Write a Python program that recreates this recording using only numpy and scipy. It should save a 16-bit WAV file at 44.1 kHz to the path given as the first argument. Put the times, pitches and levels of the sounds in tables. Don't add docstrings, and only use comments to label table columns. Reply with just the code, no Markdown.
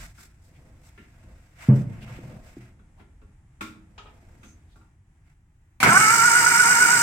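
import sys
import numpy as np
from scipy import signal
from scipy.fft import rfft, irfft, next_fast_len
from scipy.io import wavfile
from scipy.ndimage import map_coordinates

SR = 44100
rng = np.random.default_rng(int(sys.argv[2]) if len(sys.argv) > 2 else 0)


def unload_wav(signal):
    wavfile.write(
        sys.argv[1],
        SR,
        np.round(np.clip(np.atleast_2d(signal).T, -1, 1) * 32767).astype(np.int16),
    )


N = 309582
T = np.arange(N) / SR
LEFT_RIGHT = np.array([[.5], [-.5]])

START_S, BITE_HZ, CRANK_HZ, RUN_UP_S = 5.83, 175, 478, .1057
CREEP_HZ, CREEP_S = 3.5, .55
STROKE_TEETH, FIRST_TEETH, SAG = 53.6, 35.1, .03
PINION_TEETH = 9
# multiple, level_db
MESH_HARMONICS = [(2, -3), (3, 0), (4, -2.7), (5, -1.5), (6, -3)]
# pitch_hz, width_hz, level_db
CASING_RESONANCES = [(718, 170, -22.5), (931, 21, -18), (1044, 55, -16), (1305, 104, -12.8), (1378, 16, -9),
                     (1435, 20, -11.2), (1488, 16, -4.8), (1531, 25, -7.2), (1676, 45, -17.5),
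                     (1760, 22, -19.5), (1895, 60, -24), (2205, 50, -16.5)]
WHINE_DB, MESHED_S, MESHING_S = -25.6, 5.895, .05
# centre_s, half_length_s, extra_db
TOOTH_BITES = [(5.965, .011, 3), (6.283, .007, 5), (6.376, .008, 2), (6.468, .005, 4), (6.604, .009, 1.5),
               (6.716, .007, 3.5), (6.825, .011, 1.5)]
# centre_s, level_db
BACKLASH = [(5.989, -9), (6.272, -4), (6.457, -7), (6.499, -7), (6.582, -6.5), (6.696, -3.5), (6.801, -10),
            (6.989, -11)]
BACKLASH_HALF_S = 0.0061
CHOP_DB, JUDDER_DB = 1.1, 1.0
# pitch_hz, level_db
CLATTER_SPECTRUM = [(290, -63), (500, -56), (814, -12.5), (926, -21.5), (1210, -11), (1430, 0.5),
                    (1760, -14.5), (2260, -10.5), (2950, -49), (3450, -38.5), (4500, -42), (5850, -55),
                    (9900, -120)]
# pitch_hz, width_hz, level_db
HOUSING_RESONANCES = [(1060, 81, -8), (1590, 340, -3), (1484, 170, 2.5), (1856, 68, -1), (2218, 370, -8),
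                      (2210, 40, 3), (1667, 30, 0), (2844, 200, -9)]
CLATTER_DB, CLATTER_STRAIN_DB = -24.5, 15
# pitch_hz, level_db
SHUDDER_SPECTRUM = [(18, -41), (30, -24), (59, -25), (119, -5.5), (323, -10.5), (394, -7), (604, -16),
                    (658, -10.5), (826, -21.5), (900, -6.5), (1170, -38), (1980, -120)]
SHUDDER_DB, SHUDDER_STRAIN_DB = -37, 19.5
LURCH_S, LURCH_HALF_S, LURCH_DB = 5.874, 0.016, 7.5
# pitch_hz, level_db
BRUSH_SPECTRUM = [(1760, -45), (3000, -7), (3110, -20), (3500, -16.5), (5340, -4.5), (5890, -6), (6220, -8),
                  (7200, -3), (7720, -1.5), (8690, -4.5), (10100, -15), (14400, -16), (15800, -24)]
# pitch_hz, width_hz, level_db
HOLDER_RESONANCES = [(5160, 70, -6), (5480, 78, -4), (6280, 130, 0), (7545, 80, 5), (7812, 50, 3),
                     (8372, 35, 7), (8740, 25, 2)]
BRUSH_DB, BRUSH_FULL_HZ, BRUSH_GROWS = -23.5, 390, 3.7
# pitch_hz, left_minus_right_db
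STARTER_LEAN = [(60, -15.5), (110, 1.5), (200, -5.5), (380, -2), (700, 1.5), (1290, -2), (2380, -9.5),
                (4400, 4), (8120, -4), (15000, 1.5)]

# start_s, level_db, t60_s, housing_ring_db
ENGAGE_BLOWS = [(5.802, -13, 0.3, -42), (5.8291, -2.5, 0.17, -4), (5.836, -10, .05, -9),
                (5.8787, -13, 0.1, -21), (5.889, -7.5, .05, -16), (5.899, -11, 0.046, -16),
                (6.0065, -8.5, 0.049, -10.5)]
# pitch_hz, level_db
SLAM_SPECTRUM = [(59, -43), (100, -10.5), (372, -14), (441, -23.5), (886, -7), (1100, -12.5), (1350, -19.5),
                 (1940, -10), (2200, -5), (3510, -21.5), (7850, -21.5), (15800, -32)]
# pitch_hz, level_db, t60_s
HOUSING_AFTER_RING = [(1325, -10, 0.68), (2190, -3, 0.77), (2120, -2.5, 1)]
AFTER_RING_DB = -21

# start_s, level_db
BODY_THUMPS = [(1.686, -3), (1.723, -27), (1.77, -21.5), (1.886, -31), (2.019, -39.5), (2.249, -34),
               (2.326, -38.5), (5.876, -16.5), (5.918, -38)]
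# pitch_hz, level_db, t60_s
BODY_MODES = [(110.3, -22.5, 1), (135, -4.5, 0.25), (160, 5, 0.07), (211.1, -7, 0.29), (355.5, -23.5, 0.25),
              (479.4, -28.5, 0.16), (573, -33.5, 0.32)]
# pitch_hz, level_db
PANEL_SPECTRUM = [(70, -49.5), (105, -7), (136, -3), (185, -12.5), (227, -18.5), (318, -25.5), (572, -32),
                  (778, -40.5), (849, -39.5), (3000, -57), (3900, -91), (6600, -120)]
# start_s, peak_db
FLOOR_KNOCKS = [(2.187, -36.5), (2.568, -32.5)]
# pitch_hz, level_db, t60_s
PAN_MODES = [(121.7, -10.5, 0.49), (198, -12.5, 0.26), (279, 14.5, 0.027), (331, 0.5, 0.061),
             (363, -21, 0.33)]

# start_s, level_db, knock_db, tick_db, part_pitch_hz, part_db
CABIN_CLICKS = [(0.177, -55, -1, -12, 1450, 2), (0.976, -52, 2.5, -20, 1800, 2.5),
                (2.791, -60.5, -0.5, -39, 2120, -13), (2.996, -55.5, 3, -36, 2040, -7),
                (3.215, -57.5, 3.5, -24, 2140, -23), (3.6079, -30.5, -9.5, -14, 2250, -7.5),
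                (3.661, -49.5, -9, -9, 2480, -8), (4.43, -49, -3, -11.5, 2200, -5.5),
                (4.757, -58, -1, -10, 750, -4), (4.811, -61.5, -6, -17, 880, 0.5)]
# pitch_hz, width_hz, level_db
TRIM_RESONANCES = [(425, 400, -12.5), (830, 240, 1), (1120, 210, 5), (1480, 166, 8.5), (1800, 1600, -7.5),
                   (2510, 190, 2), (3900, 180, -15)]
# pitch_hz, level_db, t60_s
TRIM_MODES = [(194, -1, .39), (318, -4, .49), (1287, -9, .4), (1389, 0, .24), (2665, -6, .17)]
TRIM_RING_DB = -4
# start_s, level_db, brightness_hz
LATCH_SNAPS = [(3.979, -39, 7500), (4.057, -44.5, 2000), (4.068, -49, 3500)]
# pitch_hz, level_db, t60_s
LATCH_MODES = [(404, -3, .22), (600, -9, .2), (840, -7, .5), (1030, -6, .15), (1249, -2, .25),
               (1416, -5, .15), (2654, -6, .15), (2770, -6, .36), (3192, -4, .15), (4032, -3, .06),
               (6675, -12, .06)]
# pitch_hz, level_db
CRACK_SPECTRUM = [(250, -28), (420, -3), (1400, 2), (2000, -10.5), (2700, -1), (3400, -5), (5000, -13.5),
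                  (7000, -14), (9000, -34)]

# centre_s, level_db, half_length_s
METAL_SQUEAKS = [(4.488, -60, 0.053)]
# pitch_hz, width_hz, level_db
SQUEAK_RESONANCES = [(6240, 260, 5), (6640, 140, 2.5), (7500, 240, -3), (9940, 90, -7)]
# centre_s, level_db, half_length_s, pitch_hz
SHORT_SCUFFS = [(0.563, -64, 0.018, 2210), (1.028, -68, 0.043, 2150), (3.004, -59, 0.029, 780),
                (2.029, -50.5, 0.017, 2700), (2.088, -60, 0.011, 2380), (2.09, -53.5, 0.013, 1330),
                (2.163, -55, .018, 2250), (2.295, -54.5, 0.049, 553), (2.366, -57, 0.032, 613),
                (4.725, -70, 0.032, 3660)]

# centre_s, half_length_s, dull_rub_db, bright_swish_db
SLEEVE_STROKES = [(0.006, 0.075, -48, -49), (0.221, 0.044, -60, -54), (0.456, 0.03, -92, -68),
                  (0.869, 0.029, -68, -62), (1.197, 0.37, -70, -79), (1.64, 0.049, -45.5, -54),
                  (1.781, 0.046, -55.5, -58), (1.97, 0.14, -59, -74), (2.137, 0.092, -53, -64.5),
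                  (2.322, 0.057, -60, -71), (2.484, 0.059, -59.5, -63.5), (2.638, 0.074, -60.5, -70.5),
                  (4.285, 0.34, -68.5, -73), (5.295, 0.046, -69, -78)]
# centre_s, half_length_s, seat_rub_db, low_rumble_db
WEIGHT_SHIFTS = [(0, 0.094, -62, -41.5), (0.678, 0.21, -58, -68), (1.29, 0.11, -57, -50),
                 (1.943, 0.28, -52.5, -46.5), (2.274, 0.2, -50, -54), (2.67, 0.26, -65, -55),
                 (4.22, 0.37, -58.5, -56.5)]
# pitch_hz, level_db
CLOTH_SPECTRUM = [(410, -24), (640, -9), (850, -4.5), (1130, -9), (1370, -2), (2350, -1), (3290, -16),
                  (5000, -34), (6500, -31.5), (11000, -120)]
SWISH_SPECTRUM = [(2060, -37.5), (3500, -6), (5550, -0.5), (6790, -3.5), (7850, 2), (10100, -10.5),
                  (13100, -8), (15800, -14.5)]
SEAT_SPECTRUM = [(70, -11), (120, 3.5), (220, -5), (350, -9), (650, -18), (1000, -22), (2000, -64)]
FIDGET_END_S, FIDGET_FADE_S, FIDGET_CLOTH_DB, FIDGET_SWISH_DB = 2.79, 0.27, -74, -75.5

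# pitch_hz, level_db
RUMBLE_SPECTRUM = [(12, -27.5), (20, 12), (92, 13), (157, 3.5), (190, -2), (238, -9), (316, -10.5),
                   (500, -36), (650, -45.5), (1100, -120)]
AIR_SPECTRUM = [(180, -16.5), (300, -6.5), (480, -20), (830, -12.5), (1110, -17.5), (1920, -15),
                (4330, -33), (7740, -24), (10500, -32), (15800, -50.5)]
RUMBLE_DB, AIR_DB = -53.5, -69.5
HUSH_S, HUSH_FADE_S, HUSH_DB = 5.02, 0.21, -3.5

# pitch_hz, likeness (1 = identical)
STEREO_LIKENESS = [(100, 1), (300, 0.88), (700, 0.74), (1500, 0.025), (3000, 0.048), (7000, 0.053),
                   (15000, 0.165)]
# pitch_hz, t60_s
GARAGE_DECAY = [(120, 0.93), (1000, 0.45), (4000, 0.36), (12000, 0.067)]
TOP_HZ = 15870


def starter():
    strain, load, tooth_hz = crank_motion()
    teeth = np.cumsum(tooth_hz) / SR
    shaft = 2 * np.pi * teeth / PINION_TEETH
    grip_db = grip(shaft)
    motor = clatter(teeth, strain, load, grip_db) + shudder(strain, load)
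    motor = motor + brushes(teeth, shaft, tooth_hz) + whine(teeth, shaft, grip_db)
    running = np.interp(T, [5.828, 5.845], [0, 1])
    return filtered(running * motor, lambda hz: amp(along(STARTER_LEAN, hz) * LEFT_RIGHT))


def crank_motion():
    since = np.maximum(T - START_S, 0)
    run_up = (CRANK_HZ - BITE_HZ) * np.exp(-since / RUN_UP_S)
    free_hz = CRANK_HZ - run_up - CREEP_HZ * np.exp(-since / CREEP_S)
    teeth = np.cumsum(free_hz * (T > START_S)) / SR
    load = np.cos(2 * np.pi * (teeth - FIRST_TEETH) / STROKE_TEETH)
    return 1 - free_hz / CRANK_HZ, load, free_hz * (1 - SAG * load)


def grip(shaft):
    bites = sum(db * swell(s, half_s, 0) for s, half_s, db in TOOTH_BITES)
    slacks = sum(db * swell(s, BACKLASH_HALF_S, 0) for s, db in BACKLASH)
    return bites + slacks + CHOP_DB * np.cos(shaft) + JUDDER_DB * wobble(130)


def whine(teeth, shaft, grip_db):
    angle = 2 * np.pi * teeth + .03 * np.sin(shaft) + .025 * wobble(170) + .035 * wobble(30)
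    angle = angle + 0.41 * LEFT_RIGHT
    tones = 0
    for multiple, db in MESH_HARMONICS:
        contact = 1 + .18 * wobble(80)
        tones = tones + amp(db) * contact * np.sin(multiple * angle)
    meshed = 1 - until(MESHED_S, MESHING_S)
    hum = amp(-42.7) * np.sin(3 * shaft)
    gear_tone = amp(WHINE_DB + grip_db) * resonate(meshed * tones, CASING_RESONANCES)
    return garage(gear_tone + meshed * hum, wet_db=-17)


def clatter(teeth, strain, load, grip_db):
    pulse = np.exp(-(teeth % 1) / 0.48) + 0.11
    impacts = scatter(contact_noise(shared=0.52) * pulse, t60=0.08, share=0.6)
    impacts = impacts * amp(1.14 * wobble(60) - 0.2 * load)
    rattle = amp(CLATTER_DB + CLATTER_STRAIN_DB * strain) * coloured(impacts, CLATTER_SPECTRUM)
    housing = amp(-30.5) * resonate(impacts, HOUSING_RESONANCES)
    return amp(grip_db / 3) * (rattle + housing)


def shudder(strain, load):
    level_db = SHUDDER_DB + SHUDDER_STRAIN_DB * strain + LURCH_DB * swell(LURCH_S, LURCH_HALF_S, 0)
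    shaking = scatter(noise(), t60=0.59, share=0.52)
    return amp(level_db + 0.28 * load) * coloured(shaking, SHUDDER_SPECTRUM)


def brushes(teeth, shaft, tooth_hz):
    level_db = BRUSH_DB + BRUSH_GROWS * 20 * np.log10(np.minimum(tooth_hz / BRUSH_FULL_HZ, 1))
    scrape = scatter(contact_noise(shared=.75), t60=.13, share=.55)
    scrape = scrape * (1 + .23 * np.sin(shaft))
    scrape = scrape * (1 + .25 * np.sin(4 * np.pi * teeth))
    hiss = amp(level_db) * coloured(scrape, BRUSH_SPECTRUM)
    return hiss + amp(level_db - 2) * resonate(scrape, HOLDER_RESONANCES)


def engage():
    out = np.zeros((2, N))
    for s, db, t60, ring_db in ENGAGE_BLOWS:
        blow = fade(t60, attack=0.0005) * coloured(noise(size=SR), SLAM_SPECTRUM)
        add(out, s, amp(db - 11) * blow)
        add(out, s, amp(ring_db) * ring([(1364, 2, 0.069), (1502, 0, 0.087)], attack=0.000095))
    add(out, START_S, amp(AFTER_RING_DB) * ring(HOUSING_AFTER_RING, attack=0.0047))
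    return garage(out, wet_db=-7)


def thumps():
    out = np.zeros((2, N))
    for s, db in BODY_THUMPS:
        panels = amp(-10.5) * fade(0.47, attack=0.005) * coloured(noise(size=SR), PANEL_SPECTRUM)
        add(out, s, amp(db) * (panels - ring(BODY_MODES, attack=0.0055)))
    for s, db in FLOOR_KNOCKS:
        add(out, s, amp(db) * ring(PAN_MODES, attack=0.01))
    out = signal.sosfilt(signal.butter(4, 97, "highpass", fs=SR, output="sos"), out)
    return garage(out, wet_db=-18.0)


def clicks():
    out = np.zeros((2, N))
    for s, db, knock_db, tick_db, hz, part_db in CABIN_CLICKS:
        trim = amp(2.0) * fade(0.086, attack=0.0011) * resonate(noise(size=SR), TRIM_RESONANCES)
        part_peaks = [(hz, 0.27 * hz, 0), (1.12 * hz, 0.44 * hz, -3), (1.57 * hz, 0.13 * hz, -8)]
        part = amp(part_db) * fade(0.23, attack=0.00038) * resonate(noise(size=SR), part_peaks)
        hollow = resonate(noise(size=SR), [(198, 26, 4), (350, 180, -8)])
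        knock = amp(knock_db - 0.5) * fade(0.3, attack=0.005) * hollow
        tick = amp(tick_db) * fade(0.31, attack=0.0025) * coloured(noise(size=SR), SWISH_SPECTRUM)
        rattle_gain = amp(-28.0 + 1.5 * wobble(74)[:SR]) * fade(0.42, attack=0.0092)
        rattle = rattle_gain * resonate(noise(size=SR), TRIM_RESONANCES)
        trim_ring = amp(TRIM_RING_DB) * ring(TRIM_MODES, attack=0.0015)
        add(out, s, amp(db - 0.5) * (trim + trim_ring + part + knock + tick + rattle))
    return garage(scatter(out, t60=0.04, share=0.21), wet_db=-8.5)


def latch():
    out = np.zeros((2, N))
    for s, db, bright_hz in LATCH_SNAPS:
        crack = amp(-3.0) * fade(0.21, attack=0.00076) * coloured(noise(size=SR), CRACK_SPECTRUM)
        snap = amp(db) * (ring(LATCH_MODES, attack=0.00091) + crack)
        add(out, s, filtered(snap, lambda hz: 1 / np.hypot(1, (hz / bright_hz) ** 2)))
    return garage(scatter(out, t60=0.035, share=0.4), wet_db=-11.5)


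def squeaks():
    squeal = sum(swell(s, half_s, db) for s, db, half_s in METAL_SQUEAKS)
    out = squeal * resonate(noise(), SQUEAK_RESONANCES)
    rub = noise()
    for s, db, half_s, hz in SHORT_SCUFFS:
        out = out + swell(s, half_s, db) * resonate(rub, [(hz, .25 * hz, 0)])
    return garage(out * amp(0.81 * wobble(90)), wet_db=-9.0)


def rustle():
    rub = scatter(noise(), t60=0.11, share=0.43) * amp(1.6 * wobble(110))
    fidget = until(FIDGET_END_S, FIDGET_FADE_S) * amp(2.2 * wobble(12))
    cloth = amp(FIDGET_CLOTH_DB) * fidget + sum(swell(s, half_s, db) for s, half_s, db, _ in SLEEVE_STROKES)
    swish = amp(FIDGET_SWISH_DB) * fidget + sum(swell(s, half_s, db) for s, half_s, _, db in SLEEVE_STROKES)
    seat = sum(swell(s, half_s, db) for s, half_s, db, _ in WEIGHT_SHIFTS)
    heave = sum(swell(s, half_s, db) for s, half_s, _, db in WEIGHT_SHIFTS)
    sleeve = cloth * coloured(rub, CLOTH_SPECTRUM) + swish * coloured(rub, SWISH_SPECTRUM)
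    return sleeve + seat * coloured(rub, SEAT_SPECTRUM) + heave * coloured(noise(), RUMBLE_SPECTRUM)


def background():
    hush_db = HUSH_DB * (1 - until(HUSH_S, HUSH_FADE_S))
    rumble = amp(RUMBLE_DB + 0.3 * wobble(20)) * coloured(noise(), RUMBLE_SPECTRUM)
    air = amp(AIR_DB + 0.75 * wobble(9.9)) * coloured(noise(), AIR_SPECTRUM)
    return amp(hush_db) * (rumble + air)


def garage(x, wet_db):
    hz, t, z = signal.stft(noise(size=SR), SR, nperseg=256)
    decay = amp(-60 * t / along(GARAGE_DECAY, hz)[:, None])
    tail = signal.istft(z * decay, SR, nperseg=256)[1]
    tail = np.pad(tail / np.linalg.norm(tail[0]), ((0, 0), (SR // 250, 0)))
    return x + amp(wet_db) * signal.fftconvolve(np.atleast_2d(x), tail, axes=1)[:, :N]


def scatter(x, t60, share):
    tail = noise(size=SR) * fade(t60, attack=0.00017)
    echoes = signal.fftconvolve(x, tail / np.linalg.norm(tail[0]), axes=1)[:, :x.shape[-1]]
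    return np.sqrt(1 - share) * x + np.sqrt(share) * echoes


def noise(size=N):
    def mid_side(hz):
        turn = np.arccos(np.clip(along(STEREO_LIKENESS, hz), -1, 1)) / 2
        return np.array([np.cos(turn), np.sin(turn)])
    mid, side = filtered(rng.standard_normal((2, size)), mid_side)
    return np.array([mid + side, mid - side])


def contact_noise(shared):
    lead_s = .00012
    direct = filtered(noise()[:1], lambda hz: np.exp(2j * np.pi * hz * lead_s * LEFT_RIGHT))
    return np.sqrt(shared) * direct + np.sqrt(1 - shared) * noise()


def coloured(x, spectrum):
    return unit(filtered(x, lambda hz: amp(along(spectrum, hz))))


def resonate(x, peaks):
    def response(hz):
        total = 0
        for k, (centre, width, db) in enumerate(peaks):
            damping = 1j * hz * width
            total = total + (-1) ** k * amp(db) * damping / (centre * centre - hz * hz + damping)
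        return total
    return unit(filtered(x, response))


def filtered(x, response):
    n = x.shape[-1]
    m = next_fast_len(n + SR // 4)
    return irfft(rfft(x, m) * response(np.fft.rfftfreq(m, 1 / SR)), m)[..., :n]


def ring(modes, attack):
    x = sum(amp(db) * fade(t60, attack) * np.sin(2 * np.pi * hz * T[:SR]) for hz, db, t60 in modes)
    return x / np.abs(x).max()


def fade(t60, attack):
    return amp(-60 * T[:SR] / t60) * (1 - np.exp(-T[:SR] / attack))


def swell(s, half_s, db):
    return amp(db) * np.exp(-((T - s) / half_s) ** 2)


def until(end_s, fade_s):
    return np.clip((end_s - T) / fade_s, 0, 1)


def wobble(rate):
    return map_coordinates(rng.standard_normal(int(N * rate / SR) + 4), [T * rate])


def along(points, hz):
    f, v = np.transpose(points)
    return np.interp(np.log(hz + 1), np.log(f + 1), v)


def amp(db):
    return 10 ** (np.asarray(db) / 20)


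def unit(x):
    return x / np.sqrt(np.mean(x ** 2) + 1e-20)


def add(out, s, x):
    part = out[..., round(s * SR):][..., :x.shape[-1]]
    part += x[..., :part.shape[-1]]


def scene():
    return starter() + engage() + thumps() + clicks() + latch() + squeaks() + rustle() + background()


def record(dry):
    return filtered(np.clip(dry, -1, 1), lambda hz: hz < TOP_HZ)


dry = scene()
out = record(dry)
unload_wav(out)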